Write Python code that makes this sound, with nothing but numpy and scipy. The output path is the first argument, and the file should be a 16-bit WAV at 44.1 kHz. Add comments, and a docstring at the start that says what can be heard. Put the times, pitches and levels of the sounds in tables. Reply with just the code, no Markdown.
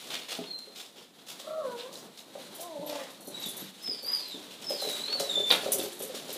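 """Young dogs romp on a wooden floor: scuffs and a thin whistling whine first, then two low whimpers.
Collar tags begin to jingle, hoarse panting is heard twice, and more whines follow, the last amid thick
thumping of paws; near the end come hard claw snaps and the loudest clinks, over an uneven rustle.
Voices are glottal partials filtered by an airway, breaths and scuffs are shaped noise, and boards and
tags are struck decaying modes; a small mono microphone hears them with the room's echo."""
import sys
import numpy as np
from scipy import signal
from scipy.fft import rfft, irfft, next_fast_len
from scipy.io import wavfile
from scipy.ndimage import map_coordinates

SR = 44100
rng = np.random.default_rng(int(sys.argv[2]) if len(sys.argv) > 2 else 0)


def elevation(decibels):
    """Turn decibel levels (scalar or array-like) into linear amplitude ratios."""
    levels = np.asarray(decibels, float)
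    return 10 ** (levels / 20)


def store_wav(level_fs):
    """Save 16-bit WAV to argv[1]."""
    pcm = np.round(np.clip(np.atleast_2d(level_fs), -1, 1) * 32767)
    wavfile.write(sys.argv[1], SR, pcm.T.astype(np.int16))


N = 281181
T = np.arange(N) / SR  # t/s of every sample


def unit(x):
    """Normalisation of a signal to rms 1."""
    return x / np.sqrt(np.mean(x ** 2) + 1e-20)


def along(points, hz):
    """Interpolation of (f/Hz, value) points on a logarithmic frequency axis."""
    f, v = np.transpose(points)
    return np.interp(np.log(hz + 1), np.log(f + 1), v)


def wobble(rate):
    """Band-limited random modulation: a smooth curve through rate random knots a second."""
    knots = rng.standard_normal(int(N * rate / SR) + 4)
    return map_coordinates(knots, [T * rate])


def filtered(x, response):
    """Linear filtering: the spectrum of x times a response of frequency."""
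    m = next_fast_len(N + 8192)
    return irfft(rfft(x, m) * response(np.fft.rfftfreq(m, 1 / SR)), m)[:N]


def coloured(x, spectrum):
    """Spectral shaping: x filtered to a colour, then normalised to rms 1."""
    return unit(filtered(x, lambda hz: elevation(along(spectrum, hz))))


def ring(modes, t, spread_db, detune):
    """Modal superposition: decaying sines struck together, each with a random strength and slight detuning."""
    out = np.zeros(len(t))
    for hz, db, t60 in modes:
        strength, shift = rng.standard_normal(2)
        decay = elevation(db + spread_db * strength - 60 * t / t60)
        out += decay * np.sin(2 * np.pi * hz * (1 + detune * shift) * t)
    return out


def room(x, linger=1, step=.25):
    """Diffuse reverberation: noise tails with frequency-dependent decay, changing as the dogs move about."""
    # decay of the walls' answer, multiplied by linger: f/Hz, t60/s
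    wall_decay = [(200, 0.57), (1000, 0.32), (4500, 0.27), (12000, 0.28)]
    out, hop = np.zeros(N + 2 * SR), round(step * SR)
    padded = np.pad(x, (hop, 2 * hop))
    for start in range(-hop, N, hop):
        hz, t, z = signal.stft(rng.standard_normal(SR // 2), SR, nperseg=256)
        t60 = linger * along(wall_decay, hz)[:, None]
        tail = signal.istft(z * elevation(-60 * t / t60), SR, nperseg=256)[1]
        # overlapping windows cross-fade from one tail to the next
        piece = padded[start + hop:][:2 * hop] * np.hanning(2 * hop)
        wet = signal.fftconvolve(piece, tail / np.linalg.norm(tail))
        out[start + hop + 200:][:len(wet)] += wet  # 200 samples of first delay
    return out[hop:hop + N]


def shuffle():
    """Amplitude-modulated noise: a low murmur of bodies on boards and cushions, and a rustle of fur."""
    # restlessness of fur, cushions and paws: t/s, level/dB
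    restlessness = [(0.0, -47), (0.25, -54), (0.6, -56.5), (1.1, -61.5), (1.45, -55), (1.8, -51.5),
                    (2.2, -60), (2.55, -51), (3.3, -55), (3.48, -47), (3.78, -56), (4.14, -55),
                    (5.1, -46.5), (5.66, -40), (5.97, -50), (6.38, -46.5)]
    # relative spectral densities of murmur and rustle: f/Hz, level/dB
    murmur_colour = [(15, -88), (25, -46), (128, -10), (200, -3), (344, -7), (575, -10), (743, -12.5),
                     (2000, -27), (4400, -120)]
    rustle_colour = [(530, -20.5), (900, -13.5), (2150, -11), (2570, -11.5), (3860, -3), (5020, -13.5),
                     (11000, -16.5), (15600, -25.5)]
    restless_db = np.interp(T, *np.transpose(restlessness))
    # the murmur swings less than the rustle
    low_db = -53 + 0.62 * (restless_db - restless_db.mean()) + 2.5 * wobble(14)
    high_db = restless_db + 2.36 * wobble(8.3) + 1.5 * wobble(40)
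    low = elevation(low_db) * coloured(rng.standard_normal(N), murmur_colour)
    high = elevation(high_db) * coloured(rng.standard_normal(N), rustle_colour)
    return low + high


def pants():
    """Turbulent airflow: noise rasps through an open mouth, swelling and fading with each hoarse breath."""
    # breaths of a dog: t/s, length/s, greatest level/dB
    breaths = [(2.852, 0.28, -51.5), (4.054, 0.14, -51.5)]
    # relative spectral density of the open mouth: f/Hz, level/dB
    mouth_colour = [(300, -46), (750, -13), (1150, -1.5), (1450, -10), (1900, -5), (2400, -11.5),
                    (4000, -36)]
    flow = np.zeros(N)
    for s, length, db in breaths:
        flow += elevation(db) * np.sin(np.pi * np.clip((T - s) / length, 0, 1))
    rasp = rng.standard_normal(N) * elevation(3.0 * wobble(90))
    return flow * coloured(rasp, mouth_colour)


def scuffs():
    """Sliding friction: dense tiny claw contacts under a stroke that starts fast and eases off."""
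    # claws and pads sliding: t/s, relative level/dB, decay time/s, relative treble level/dB
    strokes = [(0.0, -45, 0.078, -1), (0.098, -30, 0.061, -9.5), (0.281, -32, 0.058, -5.5),
               (0.417, -41, 0.02, -66), (0.586, -44.5, 0.0044, 6.5), (0.748, -39.5, 0.064, -2.5),
               (0.957, -45, 0.053, -6.5), (1.184, -47.5, 0.017, -6), (1.265, -39, 0.041, 0.5),
               (1.39, -42, 0.018, 0), (1.766, -38, 0.051, -10), (1.916, -50, 0.056, 7),
               (2.172, -44.5, 0.025, -0.5), (2.593, -37, 0.02, -1), (2.863, -37, 0.11, -3.5),
               (3.411, -40.5, 0.043, 0.5), (3.598, -54, 0.034, 4), (3.768, -40, 0.15, -6.5),
               (4.044, -38.5, 0.21, -5.5), (4.505, -46, 0.06, -5), (4.586, -41, 0.071, -3),
               (4.693, -38, 0.031, -3), (4.762, -36, 0.13, 0.5), (5.075, -30, 0.034, -16),
               (5.1967, -27, 0.013, 3.5), (5.502, -16, 0.025, -21), (5.635, -34, 0.021, -3.5),
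               (5.714, -28.5, 0.015, -14), (5.781, -34, 0.053, -1.5), (6, -41.5, 0.023, -4),
               (6.139, -39, 0.045, 0.5), (6.281, -41.5, 0.049, 1)]
    # relative spectral density of the contacts: f/Hz, level/dB
    scrape_colour = [(88, -51), (150, -19), (551, -1), (1200, -7), (1880, -7.5), (3560, 2.5), (6140, -15.5),
                     (14400, -26.5)]
    body, treble, t = np.zeros(N + SR), np.zeros(N + SR), np.arange(SR // 2) / SR
    for s, db, length, treble_db in strokes:
        # short strokes start abruptly, long slides swell
        rise = 3.5 * length ** 2 + 0.002
        stroke = elevation(db - 2.5) * (1 - np.exp(-t / rise)) * np.exp(-t / length)
        body[round(s * SR):][:len(t)] += stroke
        treble[round(s * SR):][:len(t)] += stroke * elevation(treble_db + 14.5)
    contacts = rng.standard_normal(N) * elevation(1.5 * rng.standard_normal(N) + 4.07 * wobble(200))
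    grit = coloured(contacts, scrape_colour)
    # the treble lies above a crossover at 5300 Hz
    bright = filtered(grit, lambda hz: 1 / (1 + (5300 / (hz + 1)) ** 8))
    return body[:N] * (grit - bright) + treble[:N] * bright


def thumps():
    """Modal excitation by a soft blow: a paw rings the boards, most strongly the modes near its own tone."""
    # paws landing on the boards: t/s, relative level/dB, favoured f/Hz
    landings = [(0.387, -27, 328), (0.673, -43, 490), (1.397, -40.5, 530), (2.353, -29.5, 604),
                (2.596, -34.5, 620), (2.789, -33, 215), (3.276, -32.5, 294), (3.46, -33, 283),
                (3.619, -32, 199), (3.885, -33, 298), (4.032, -38.5, 610), (4.344, -34, 260),
                (4.705, -23.5, 544), (4.821, -25.5, 555), (4.848, -33.5, 500), (4.87, -24.5, 466),
                (4.895, -31.5, 503), (5.09, -34.5, 413), (5.151, -32, 584), (5.2, -22.5, 566),
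                (5.271, -32, 561), (5.373, -24.5, 561), (5.398, -24.5, 406), (5.432, -40, 409),
                (5.507, -27.5, 582), (5.539, -40, 463), (5.634, -31, 519), (5.66, -19, 534),
                (5.69, -28, 564), (5.752, -27, 423), (5.788, -23, 408), (5.833, -29, 409),
                (6.004, -27, 420), (6.096, -32.5, 560), (6.14, -28.5, 434), (6.289, -33.5, 427),
                (6.356, -29.5, 470)]
    # modes of the boards: f/Hz, level/dB, t60/s
    board_modes = [(199, -7.5, 0.065), (276, -1.5, 0.031), (410.4, -3, 0.05), (554, 2, 0.031),
                   (734, -4, 0.035), (1205, -1, 0.02)]
    out, t = np.zeros(N + SR), np.arange(SR // 5) / SR
    for s, db, tone_hz in landings:
        # 13 dB lost for each octave away from the favoured tone
        near = [(hz, level - 13 * abs(np.log2(hz / tone_hz)), t60) for hz, level, t60 in board_modes]
        # the other paw follows more lightly
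        for late, weaker_db in (0, 0), (0.022 * rng.uniform(1.0, 1.2), -6.5):
            # a soft pad presses in over a few milliseconds
            blow = ring(near, t, spread_db=2.5, detune=0.055) * (1 - np.exp(-t / 0.0036))
            peak = elevation(db - 1.0 + weaker_db)
            out[round((s + late) * SR):][:len(t)] += peak * blow / np.abs(blow).max()
    return out[:N]


def snaps():
    """Impulsive excitation of a damped resonance: a claw tip hits hard and rings for a few cycles."""
    # claws snapping on the boards: t/s, envelope peak/dB, ring f/Hz
    hits = [(1.808, -32, 4000), (1.956, -33, 4000), (2.192, -36, 3800), (5.5057, -15, 4500),
            (5.5112, -5.5, 3700), (5.541, -18, 3600), (5.802, -25, 3600)]
    out, t = np.zeros(N + SR), np.arange(SR // 20) / SR
    u = t / .0007  # the envelope peaks after 0.7 ms
    for s, db, hz in hits:
        out[round(s * SR):][:len(t)] += elevation(db) * np.sin(2 * np.pi * hz * t) * u * np.exp(1 - u)
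    return out[:N]


def jingles():
    """Modal ringing of struck metal: two tags clink, with a short rattle of rebounds."""
    # collar tags striking: t/s, relative level/dB, share of the small tag (0-1)
    strikes = [ (2.548, -28.5, 0.45), (2.606, -23.5, 0.44), (2.862, -25, 0.8), (3.104, -39, 0.36),
               (3.205, -37, 0.1), (3.245, -35, 0.68), (3.27, -29.5, 0.28), (3.397, -29, 0.9),
               (3.4575, -21, 0.65), (3.484, -26, 0.24), (3.5656, -21, 0.63), (3.6, -25.5, 0.95),
               (3.825, -33, 0.44), (4.06, -31, 1), (4.156, -37, 1), (4.0256, -27.5, 0.7),
               (4.115, -27.5, 0.85), (4.191, -35, 0.95), (4.279, -34, 0.7), (4.697, -27.5, 0.2),
               (4.815, -27.5, 0.05), (4.8944, -27, 0.16), (5.49, -23.5, 0.37), (5.5128, -17, 0.31),
               (5.7188, -7.5, 0.31), (5.828, -21.5, 0.55), (5.919, -29.5, 0.37), (5.9895, -24, 0.6),
               (6.0203, -19, 0.47), (6.325, -21.5, 0.52)]
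    # modes of each tag: f/Hz, level/dB, t60/s
    big_tag = [(5920, -21, .09), (8900, -13, .025), (9730, -6, .03), (10200, -10, .04), (13190, -11, .045),
               (14250, -14, .045), (15220, -15, .04)]
    small_tag = [(11650, -11, 0.06), (12000, -12, 0.05), (12380, -13, 0.06)]
    out, t = np.zeros(N + SR), np.arange(SR // 4) / SR
    bright = signal.butter(2, [6500, 12500], "band", fs=SR)
    for s, db, small in strikes:
        for k in range(4):
            clink = (1 - small) * ring(big_tag, t, spread_db=4, detune=.008)
            clink += small * ring(small_tag, t, spread_db=4, detune=.008)
            # the rings and strap add a bright hiss of contact
            noise = signal.lfilter(*bright, rng.standard_normal(len(t)))
            hiss = (1 - small) * .5 * noise * elevation(-60 * t / 0.12)
            # rebounds come ever later and weaker
            late = 0.0097 * k ** 1.5 * rng.uniform(.7, 1.3)
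            strike = elevation(db - 3.5 * k) * (clink + hiss) * (1 - np.exp(-t / .004))
            out[round((s + late) * SR):][:len(t)] += strike
    return out[:N]


def voice(calls, airway, count, hoarse, split, split_hz, jitter, jitter_rate,
          throb_db, throb_rate, breath, breath_rate):
    """Source-filter principle: partials of a pitch pass an airway; roughness shakes, throbs and blurs them."""
    out = np.zeros(N)
    shake = jitter * wobble(jitter_rate)
    # the airflow pulses at an uneven rate
    throb_hz = throb_rate * (1 + 0.399 * wobble(12))
    throb = throb_db * np.sin(2 * np.pi * np.cumsum(throb_hz) / SR)
    # a slower flutter of the folds beats against the pitch
    flutter_hz = split_hz * (1 + 0.152 * wobble(20))
    flutter = 2 * np.cos(2 * np.pi * np.cumsum(flutter_hz) / SR) - 1
    for call in calls:
        s, hz, effort_db, *rough = np.transpose(call)
        pitch = np.interp(T, s, hz)
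        # a call without a roughness column is evenly hoarse
        rough = np.clip(np.interp(T, s, rough[0]) if rough else hoarse, 0, 1)
        phase = 2 * np.pi * np.cumsum(pitch * (1 + rough * shake)) / SR
        gate = np.clip(np.minimum(T - s[0], s[-1] - T) / 0.007, 0, 1)  # 7 ms fades
        for k in range(1, count + 1):
            # splitting grows with frequency up to 1150 Hz, breathiness with the partial's number
            splitting = split * np.minimum(k * pitch / 1150, 1) ** 2 * flutter
            breathiness = breath * k * (wobble(breath_rate) + 1j * wobble(breath_rate))
            blur = 1 + rough * (splitting + breathiness)
            level = elevation(np.interp(T, s, effort_db) + along(airway, k * pitch) + rough * throb)
            out += gate * np.sqrt(2) * level * np.real(blur * np.exp(1j * k * phase))
    return out


def whimpers():
    """Source-filter voice at low pitch: the throat passes partials whose roughness comes and goes."""
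    # two whimpers: t/s, pitch f/Hz, effort/dB ahead of the throat, roughness (limited to 0-1)
    low_calls = [
        [(1.43, 539, -58, 0.4), (1.475, 618, -44.5, 1.25), (1.56, 635, -40.5, 0.77), (1.595, 633, -35, 0.57),
         (1.635, 567, -37, 0.6), (1.675, 498.5, -36, 0.06), (1.75, 477.8, -37, 0.3), (1.785, 469, -49.5, 0.54),
         (1.855, 514, -45, 0.4), (1.93, 538, -57, 1.2)],
        [(2.57, 292.8, -51, 0.6), (2.61, 336.2, -50.5, 0.1), (2.66, 356.9, -43.5, 0.23),
         (2.71, 323.5, -46.5, 0), (2.77, 287, -40.5, 0.2), (2.805, 276.4, -51, 0.26), (2.83, 301, -39, 0.4),
         (2.89, 300, -42.5, 0.87), (2.95, 291, -40, 0.8), (2.99, 265, -45.5, 0.83), (3.05, 253.8, -56, 0.9),
         (3.1, 238, -72, 0.9)],
    ]
    # how the throat passes each partial: f/Hz, level/dB
    throat = [(250, -10), (340, -12), (480, 0), (720, 0), (850, -12), (1050, -8), (1200, -9), (1500, -21),
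              (1900, -32)]
    return voice(low_calls, throat, count=3, hoarse=1, split=.6, split_hz=105, jitter=.014, jitter_rate=60,
                 throb_db=7, throb_rate=34, breath=.2, breath_rate=280)


def whistles():
    """Source-filter voice at high pitch: the nose passes a few partials of an evenly hoarse whine."""
    # whistling whines: t/s, pitch f/Hz, effort/dB ahead of the nose
    high_calls = [
        [(0.45, 4270, -61), (0.49, 4253, -49.5), (0.525, 4218, -39.5), (0.54, 4110, -47), (0.555, 4122, -42.5),
         (0.62, 4083, -69), (0.77, 4180, -60)],
        [(3.15, 4296, -87), (3.19, 4360, -67.5), (3.28, 4240, -62), (3.33, 3890, -63), (3.348, 3884, -44.5),
         (3.395, 3960, -50), (3.44, 3820, -43), (3.462, 3486, -43.5), (3.49, 3430, -57), (3.55, 3620, -73)],
        [(3.81, 5130, -65), (3.85, 5215, -41), (3.91, 5050, -34.5), (3.925, 4794, -38.5), (3.96, 4600, -59),
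         (4.02, 4480, -52), (4.055, 4720, -46), (4.07, 4840, -38), (4.12, 4940, -37.5), (4.14, 4920, -28.5),
         (4.17, 4620, -46), (4.23, 4230, -50.5), (4.3, 3950, -49), (4.365, 3455, -49), (4.4, 3410, -66)],
        [(4.635, 5340, -50), (4.7, 5160, -36.5), (4.74, 4900, -48), (4.78, 4365, -49), (4.81, 4096, -41),
         (4.9, 3843, -44.5), (5.02, 3943, -43.5), (5.1, 4350, -43), (5.15, 4470, -35), (5.185, 4080, -45),
         (5.21, 3980, -41.5), (5.285, 3925, -53), (5.302, 3706, -29), (5.325, 3527, -47), (5.36, 3545, -30.5),
         (5.4, 3545, -37.5), (5.505, 3558, -46)],
    ]
    # how the nose passes each partial: f/Hz, level/dB
    nose = [(3500, 1.5), (5300, 1.5), (7000, -15.5), (7700, -11), (8400, -35), (9500, -10), (10400, -46),
            (12500, -33)]
    return voice(high_calls, nose, count=3, hoarse=.7, split=.1, split_hz=170, jitter=.004, jitter_rate=70,
                 throb_db=6, throb_rate=45, breath=.2, breath_rate=400)


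def scene():
    """Superposition of direct and diffuse sound: the whistling dog is farthest, so its echo lingers longest."""
    whines, low_voice, knocks = whistles(), whimpers(), thumps()
    paws_and_breath = scuffs() + pants()
    ringing = snaps() + jingles()
    direct = whines + low_voice + knocks + paws_and_breath + ringing
    to_room = elevation(-2.5) * low_voice + elevation(-3.0) * knocks
    to_room += elevation(-0.5) * paws_and_breath + elevation(-9.5) * ringing
    echo = elevation(2.0) * room(whines, linger=1.25) + room(to_room)
    mono = direct + echo + shuffle()
    return np.array([mono, mono])


def top_cut(x):
    """Nothing passes above the cut-off."""
    return signal.sosfilt(signal.butter(12, 16450, fs=SR, output="sos"), x)


def record(dry):
    """Band limitation: the small microphone loses the deep bass, adds faint hiss and stops at its top."""
    low_hz, top_hz, hiss_db = 110, 15430, -72
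    # three first-order high-passes in cascade
    thin = filtered(dry[0], lambda hz: (1j * hz / (low_hz + 1j * hz)) ** 3)
    hissing = thin + elevation(hiss_db) * rng.standard_normal(N)
    mono = filtered(hissing, lambda hz: hz < top_hz)
    return top_cut(np.array([mono, mono]))


dry = scene()
out = record(dry)
store_wav(out)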